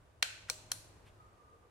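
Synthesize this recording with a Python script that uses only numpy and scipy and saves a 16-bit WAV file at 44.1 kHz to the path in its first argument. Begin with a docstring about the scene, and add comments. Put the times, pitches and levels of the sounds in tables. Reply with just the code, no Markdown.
"""Revolver handled over a workbench

In a small, live room, close by, the cylinder snaps shut, turns until its stop drops into a notch,
and the hammer is cocked. Each click is a few steel contacts: noise cracks and damped paired modes.
A grip knock, faint rings and a diffuse noise tail follow; swells of noise are sliding and a scuff.
A low sine hum and banded room noise lie beneath; two faint narrow-band tones waver near the end."""
import sys
import numpy as np
from scipy import signal
from scipy.io import wavfile

SR = 44100
rng = np.random.default_rng(int(sys.argv[2]) if len(sys.argv) > 2 else 0)


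def materialize(psi):
    """Save the field psi as 16-bit PCM at rate SR to the path in sys.argv[1].

    A 1-D psi becomes a single channel; in a 2-D psi each row is a channel.
    """
    bounded = np.clip(np.atleast_2d(psi).T, -1, 1)
    quanta = np.round(bounded * 32767).astype(np.int16)
    wavfile.write(sys.argv[1], SR, quanta)


N = 74970
T = np.arange(N) / SR   # time in s

# room noise in bands: pitch_hz, level_db (gain of the white noise), left_right_correlation
ROOM_NOISE = [(25.4, -49.5, .9), (61.4, -42, 0.93), (109.4, -42.5, 0.89), (167, -57.5, 0.66),
              (420, -54.5, 0.61), (1120, -59, 0.11), (1840, -66, 0.14), (4736, -76, 0.086),
              (9190, -77, 0.13), (15000, -91, 0.29)]
# change in level of the noise below RUMBLE_TOP_HZ: time_s, level_db
RUMBLE_LEVEL = [(0, 1.5), (.35, -1.5), (.55, 4.5), (.9, 3.5), (1.15, 2.5), (1.4, 0), (1.7, -3)]
# change in level of the noise above it: time_s, level_db
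HISS_LEVEL = [(0, 1), (.2, 0), (.6, 5.5), (1.0, 5), (1.3, 2), (1.7, 0)]
# level of the hum: time_s, level_db
HUM_LEVEL = [(0, -69.5), (.3, -64), (.7, -61), (1.1, -64.5), (1.3, -64), (1.5, -92), (1.7, -78.5)]
RUMBLE_TOP_HZ, HUM_HZ = 160, 104

# steel contacts as the cylinder shuts: start_s, strength_db
SHUT_CONTACTS = [(0.2254, -9.5), (0.2265, -3.5), (0.2278, -6)]
# steel contacts as the stop drops into its notch: start_s, strength_db
LOCK_CONTACTS = [(0.499, -1.5), (0.5022, -14.5)]
# steel contacts as the hammer is cocked: start_s, strength_db
COCK_CONTACTS = [(0.7160, -15), (0.7172, 1), (0.7188, -4), (0.7186, -8.5)]
ACTIONS = (SHUT_CONTACTS, LOCK_CONTACTS, COCK_CONTACTS)
# modes of the hand-held frame, levels relative to the contacts:
# pair_centre_hz, t60_s, shut_db, lock_db, cock_db
FRAME_MODES = [(812, .022, -43.5, -57, -45), (1130, 0.013, -43.5, -43.5, -36.5),
               (1503, .028, -25.5, -37, -37.5), (1785, .016, -31, -49, -47), (1970, 0.014, -29, -62, -43),
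               (2370, .021, -19.5, -28.5, -46), (2662, 0.018, -34.5, -65, -63),
               (3230, 0.023, -24, -42, -35.5), (3738, 0.012, -32.5, -37, -43),
               (4168, 0.014, -19, -21.5, -29), (4716, 0.0099, -24.5, -45.5, -44),
               (5270, 0.016, -27, -34.5, -37.5), (5670, .02, -41, -25.5, -31),
               (5970, .018, -37.5, -30.5, -35.5), (7800, 0.013, -34.5, -54, -35.5),
               (8990, 0.013, -41.5, -27.5, -32), (10500, 0.0099, -46, -37, -39.5)]
# noise colour of the contacts, relative to their strength: pitch_hz, shut_db, lock_db, cock_db
CRACK_COLOUR = [(243.5, -57, -57, -52), (640, -21.5, -20, -38), (1104, -22.5, -39.5, -26.5),
                (1997, -7.5, -30, -34), (4020, -12, -17.5, -23.5), (7550, -14, -16.5, -24),
                (10865, -28, -29.5, -20.5), (15000, -29, -31.5, -41)]
CRACK_T60_S = 0.013
LOW_CUT_HZ = 490   # the gun is too small to radiate bass
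PAIR_SPLIT_HZ = 70   # spacing of the two modes in a pair
PAIR_APART_HZ = 2010   # above this the two of a pair radiate in different directions
MODE_TURN_RAD, MODE_TURN_HALF_HZ = 2.3, 1200   # limit of the phase between sides; pitch of half that
ALIKE_BELOW_HZ = 3000   # the crack is much alike on both sides below this
PAN_DB, SHADED_ABOVE_HZ = 2, 3200   # limit of the lean on each side; pitch of half that

# hollow knock of the grip: level_db, one value each for shut, lock and cock
KNOCK_LEVELS = [-40, -33, -44.5]
KNOCK_HZ, KNOCK_T60_S, KNOCK_BUILD_S = 496, 0.033, 0.0066
# parts that ring on faintly: start_s, pitch_hz, level_db, t60_s
FAINT_RINGS = [(0.225, 1486, -55, 0.27), (0.227, 1520, -56, 0.54), (0.226, 2003, -56, 0.24),
               (0.226, 2170, -57, 0.18), (0.227, 2425, -64, 0.24), (0.224, 2670, -53, 0.41),
               (0.227, 2812, -58, 0.35), (0.225, 3056, -49, 0.3), (0.227, 3140, -53, 0.25),
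               (0.225, 4110, -54.5, 0.25), (0.226, 4365, -57.5, 0.22), (0.226, 7660, -58, 0.43),
               (0.499, 624, -63, 1), (0.497, 390, -70.5, 1), (0.499, 4065, -58.5, 0.32),
               (0.5, 5900, -57, 0.32), (0.499, 7370, -66, .35), (0.718, 4083, -65, 0.32),
               (0.718, 4295, -65, 0.4), (0.718, 5745, -58.5, 0.35), (0.718, 9200, -60.5, 0.35)]

# the room's tail after each action, before early scatter and gun colour:
# pitch_hz, t60_s, shut_db, lock_db, cock_db
ROOM_TAIL = [(256.6, 0.67, -73, -65.5, -55), (594, 1, -42, -62.5, -62), (1103, 0.42, -44, -46.5, -48),
             (1478, 0.59, -35.5, -53.5, -51.5), (2580, 0.78, -36.5, -54, -55),
             (4200, 0.61, -37.5, -47.5, -47), (5850, 0.66, -41, -46.5, -48),
             (8500, 0.51, -43, -43.5, -46.5), (10800, 0.43, -47.5, -53.5, -42),
             (15020, 0.33, -62, -56, -65)]
# resonances of the gun added to the room's tail: pitch_hz, width_hz, gain_db
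GUN_RESONANCES = [(1520, 94, 5), (1930, 60, -10), (2380, 63, 0.5), (2640, 140, -2.5), (3174, 59, -7.5),
                  (4160, 220, 2.5), (6100, 225, -7.5), (7550, 290, -4), (9800, 250, -6)]
ROOM_DELAY_S, ROOM_BUILD_S = 0.0013, 0.0042
EARLY_DB, EARLY_T60_S = 1, 0.08   # boost relative to the tail; its fade on top of the tail's decay
ROOM_LIKENESS, ROOM_PAN_DB = 0.019, 0.1   # left-right correlation; boost at left and cut at right

# steel sliding under the fingers, level before colour: peak_s, rise_s, fall_s, level_db
STEEL_SLIDES = [(0.4925, 0.0056, 0.007, -53.5), (0.711, 0.0092, 0.004, -67)]
# colour of the sliding: pitch_hz, gain_db
STEEL_SLIDE_COLOUR = [(300, -26), (900, 6.5), (1600, 18), (2700, 6.5), (6000, -1.5), (10000, -6.5),
                      (15000, -25)]
# the hand scuffs the grip, level before colour: peak_s, rise_s, fall_s, level_db
GRIP_SCUFFS = [(1.074, 0.014, .018, -69.5)]
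# colour of the scuff: pitch_hz, gain_db
GRIP_SCUFF_COLOUR = [(300, -24), (1000, -9), (1700, 13), (2700, 12), (4000, 7.5), (6000, -4), (10000, -1),
                     (15000, -20)]

# faint, breathy tone wavering in the background: time_s, pitch_hz, level_db
HIGH_TONE_PATH = [(1.13, 1240, -84), (1.21, 1250, -63), (1.3, 1245, -69), (1.37, 1225, -71),
                  (1.41, 1190, -67.5), (1.47, 1240, -67.5), (1.545, 1199, -66), (1.61, 1209, -76.5),
                  (1.655, 1189, -66), (1.69, 1162, -84.5)]
# lower tone swelling beneath it: time_s, pitch_hz, level_db
LOW_TONE_PATH = [(1.33, 480, -93), (1.44, 475.8, -73.5), (1.5, 485, -72), (1.536, 471.6, -68),
                 (1.7, 459, -71.5)]
HIGH_WIDTH_HZ, HIGH_LIKENESS = 70, -0.36   # bandwidth; left-right correlation
LOW_WIDTH_HZ, LOW_LIKENESS = 88, 0.79
CUTOFF_HZ = 15800

LEFT_RIGHT = np.array([[1], [-1]])   # opposite signs for the two channels


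def from_db(db):
    """Amplitude gain is ten to the power of decibels over twenty."""
    return 10 ** (np.asarray(db) / 20)


def at_hz(table, hz, axis=1):
    """Interpolation on a logarithmic pitch axis reads one column of a table."""
    table = np.array(table)
    return np.interp(np.log(hz), np.log(table[:, 0]), table[:, axis])


def gain_curve(rows):
    """Straight lines in decibels between time points give a gain over time."""
    return from_db(np.interp(T, *np.transpose(rows)))


def dying(start, t60):
    """Exponential decay: from 1 at the start, amplitude falls by 60 dB in t60."""
    return (T >= start) * np.exp(-np.log(1000) * np.maximum(T - start, 0) / t60)


def ring(start, hz, t60):
    """Free vibration: a struck mode is a sine with exponential decay."""
    return dying(start, t60) * np.sin(2 * np.pi * hz * (T - start))


def noise_bands():
    """Band-pass filtering splits white noise: half octaves in the bass, thirds above."""
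    edges = np.r_[np.geomspace(22, 1000, 11)[:-1], np.geomspace(1000, 17000, 14)]
    # neighbouring bands take different noise; the extra samples let the filters settle
    white = rng.standard_normal((2, 2, N + 8000))
    for k, (low, high) in enumerate(zip(edges, edges[1:])):
        sos = signal.butter(2, [low, high], "band", fs=SR, output="sos")
        mid, side = signal.sosfilt(sos, white[k % 2])[:, -N:]
        yield np.sqrt(low * high), mid, side * LEFT_RIGHT


def stereo(mid, side, likeness):
    """Mid-side mixing of independent noises sets the correlation between two channels."""
    c = np.clip(likeness, -1, 1)
    return np.sqrt((1 + c) / 2) * mid + np.sqrt((1 - c) / 2) * side


def background():
    """Stationary noise under slow level curves gives rumble and hiss; a sine gives the hum."""
    rumble, hiss = gain_curve(RUMBLE_LEVEL), gain_curve(HISS_LEVEL)
    noise = 0
    for hz, mid, side in noise_bands():
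        change = rumble if hz < RUMBLE_TOP_HZ else hiss
        likeness = at_hz(ROOM_NOISE, hz, axis=2)
        noise = noise + change * from_db(at_hz(ROOM_NOISE, hz)) * stereo(mid, side, likeness)
    hum = gain_curve(HUM_LEVEL) * np.sin(2 * np.pi * (HUM_HZ * T + rng.random()))
    return noise + hum


def struck(contacts, t60):
    """Energy addition: the squared envelopes of successive contacts are summed."""
    return np.sqrt(sum((from_db(db) * dying(s, t60)) ** 2 for s, db in contacts))


def placed(hz):
    """Level difference between the sides grows with pitch: the treble leans to the left."""
    return from_db(PAN_DB * LEFT_RIGHT / (1 + (SHADED_ABOVE_HZ / hz) ** 2))


def frame_mode(hz, since, lead):
    """Beating of a close pair of modes, shared unequally by the sides; lead +1 puts left first."""
    turn = lead * MODE_TURN_RAD * hz / (hz + MODE_TURN_HALF_HZ) * LEFT_RIGHT / 2
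    low = np.sin(2 * np.pi * (hz - PAIR_SPLIT_HZ / 2) * since + turn)
    high = np.sin(2 * np.pi * (hz + PAIR_SPLIT_HZ / 2) * since + turn)
    high_share = .5 - lead * LEFT_RIGHT / 2 / (1 + (PAIR_APART_HZ / hz) ** 2)
    return ((1 - high_share) * low + high_share * high) * placed(hz)


def clicks():
    """Impact excitation: contacts give a noise crack and ring the frame, coloured by action."""
    out, bands = np.zeros((2, N)), list(noise_bands())
    for k, contacts in enumerate(ACTIONS):
        since = T - contacts[0][0]
        for m, (hz, t60, *levels) in enumerate(FRAME_MODES):
            lead = (-1) ** m
            out += from_db(levels[k]) * struck(contacts, t60) * frame_mode(hz, since, lead)
        crack = 0
        for hz, mid, side in bands:
            gain = from_db(at_hz(CRACK_COLOUR, hz, axis=k + 1)) * placed(hz)
            likeness = 1 / (1 + (hz / ALIKE_BELOW_HZ) ** 2)
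            crack = crack + gain * stereo(mid, side, likeness)
        out += struck(contacts, CRACK_T60_S) * crack
    low_cut = signal.butter(4, LOW_CUT_HZ, "high", fs=SR, output="sos")
    return signal.sosfilt(low_cut, out + 1e-18)   # tiny offset avoids slow denormal numbers


def knocks():
    """Delayed build-up of a damped mode: the grip answers each action just after the steel."""
    out = 0
    for contacts, db in zip(ACTIONS, KNOCK_LEVELS):
        start = contacts[0][0]
        build = np.clip((T - start) / KNOCK_BUILD_S, 0, 1)
        out = out + from_db(db) * build * ring(start, KNOCK_HZ, KNOCK_T60_S)
    return out


def after_ring():
    """Light damping: parts that the hands do not damp sing on."""
    return sum(from_db(db) * ring(s, hz, t60) for s, hz, db, t60 in FAINT_RINGS)


def room():
    """Reverberation: early scatter from the bench, then a diffuse tail decaying band by band."""
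    out = 0
    starts = [contacts[0][0] + ROOM_DELAY_S for contacts in ACTIONS]
    swells = []
    for s in starts:
        build = np.clip((T - s) / ROOM_BUILD_S, 0, 1)
        swells.append(build * (1 + from_db(EARLY_DB) * dying(s, EARLY_T60_S)))
    for hz, mid, side in noise_bands():
        t60 = at_hz(ROOM_TAIL, hz)
        level = sum(from_db(at_hz(ROOM_TAIL, hz, axis=k + 2)) * swells[k] * dying(s, t60)
                    for k, s in enumerate(starts))
        out = out + level * stereo(mid, side, ROOM_LIKENESS)
    return out * from_db(ROOM_PAN_DB * LEFT_RIGHT)


def coloured(x):
    """Resonance: narrow filters added in parallel keep the gun's strongest modes in the tail."""
    out = x
    for hz, width, db in GUN_RESONANCES:
        b, a = signal.iirpeak(hz, hz / width, fs=SR)
        out = out + from_db(db) * signal.lfilter(b, a, x)
    return out


def friction(strokes, colour):
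    """Sliding friction: coloured noise swells and fades on Gaussian flanks as the gun is moved."""
    swell = 0
    for s, rise, fall, db in strokes:
        flank = np.where(T < s, rise, fall)   # standard deviation in s
        swell = swell + from_db(db) * np.exp(-((T - s) / flank) ** 2 / 2)
    return swell * sum(from_db(at_hz(colour, hz)) * mid for hz, mid, side in noise_bands())


def wavering_tone(rows, width_hz, likeness):
    """Quadrature modulation: slow noise on a gliding carrier makes a narrow-band tone."""
    times, pitches, levels = np.transpose(rows)
    hz, db = np.interp(T, times, pitches), np.interp(T, times, levels)
    low_pass = signal.butter(2, width_hz / 2, fs=SR, output="sos")
    flutter = signal.sosfilt(low_pass, rng.standard_normal((2, 2, N)))
    phase = 2 * np.pi * np.cumsum(hz) / SR
    mid, side = (flutter[0] * np.cos(phase) + flutter[1] * np.sin(phase)) / flutter.std()
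    return from_db(db) * stereo(mid, side * LEFT_RIGHT, likeness)


def scene():
    """Superposition: the revolver close by, the room behind it, noise and tones beneath."""
    gun = clicks() + knocks() + after_ring()
    slides = friction(STEEL_SLIDES, STEEL_SLIDE_COLOUR)
    scuffs = friction(GRIP_SCUFFS, GRIP_SCUFF_COLOUR)
    high_tone = wavering_tone(HIGH_TONE_PATH, HIGH_WIDTH_HZ, HIGH_LIKENESS)
    low_tone = wavering_tone(LOW_TONE_PATH, LOW_WIDTH_HZ, LOW_LIKENESS)
    return background() + gun + coloured(room()) + slides + scuffs + high_tone + low_tone


def record(dry):
    """Elliptic low-pass filtering cuts the top steeply."""
    low_pass = signal.ellip(10, .1, 70, CUTOFF_HZ, fs=SR, output="sos")   # ripple, stop band in dB
    return signal.sosfilt(low_pass, dry)


dry = scene()
out = record(dry)
materialize(out)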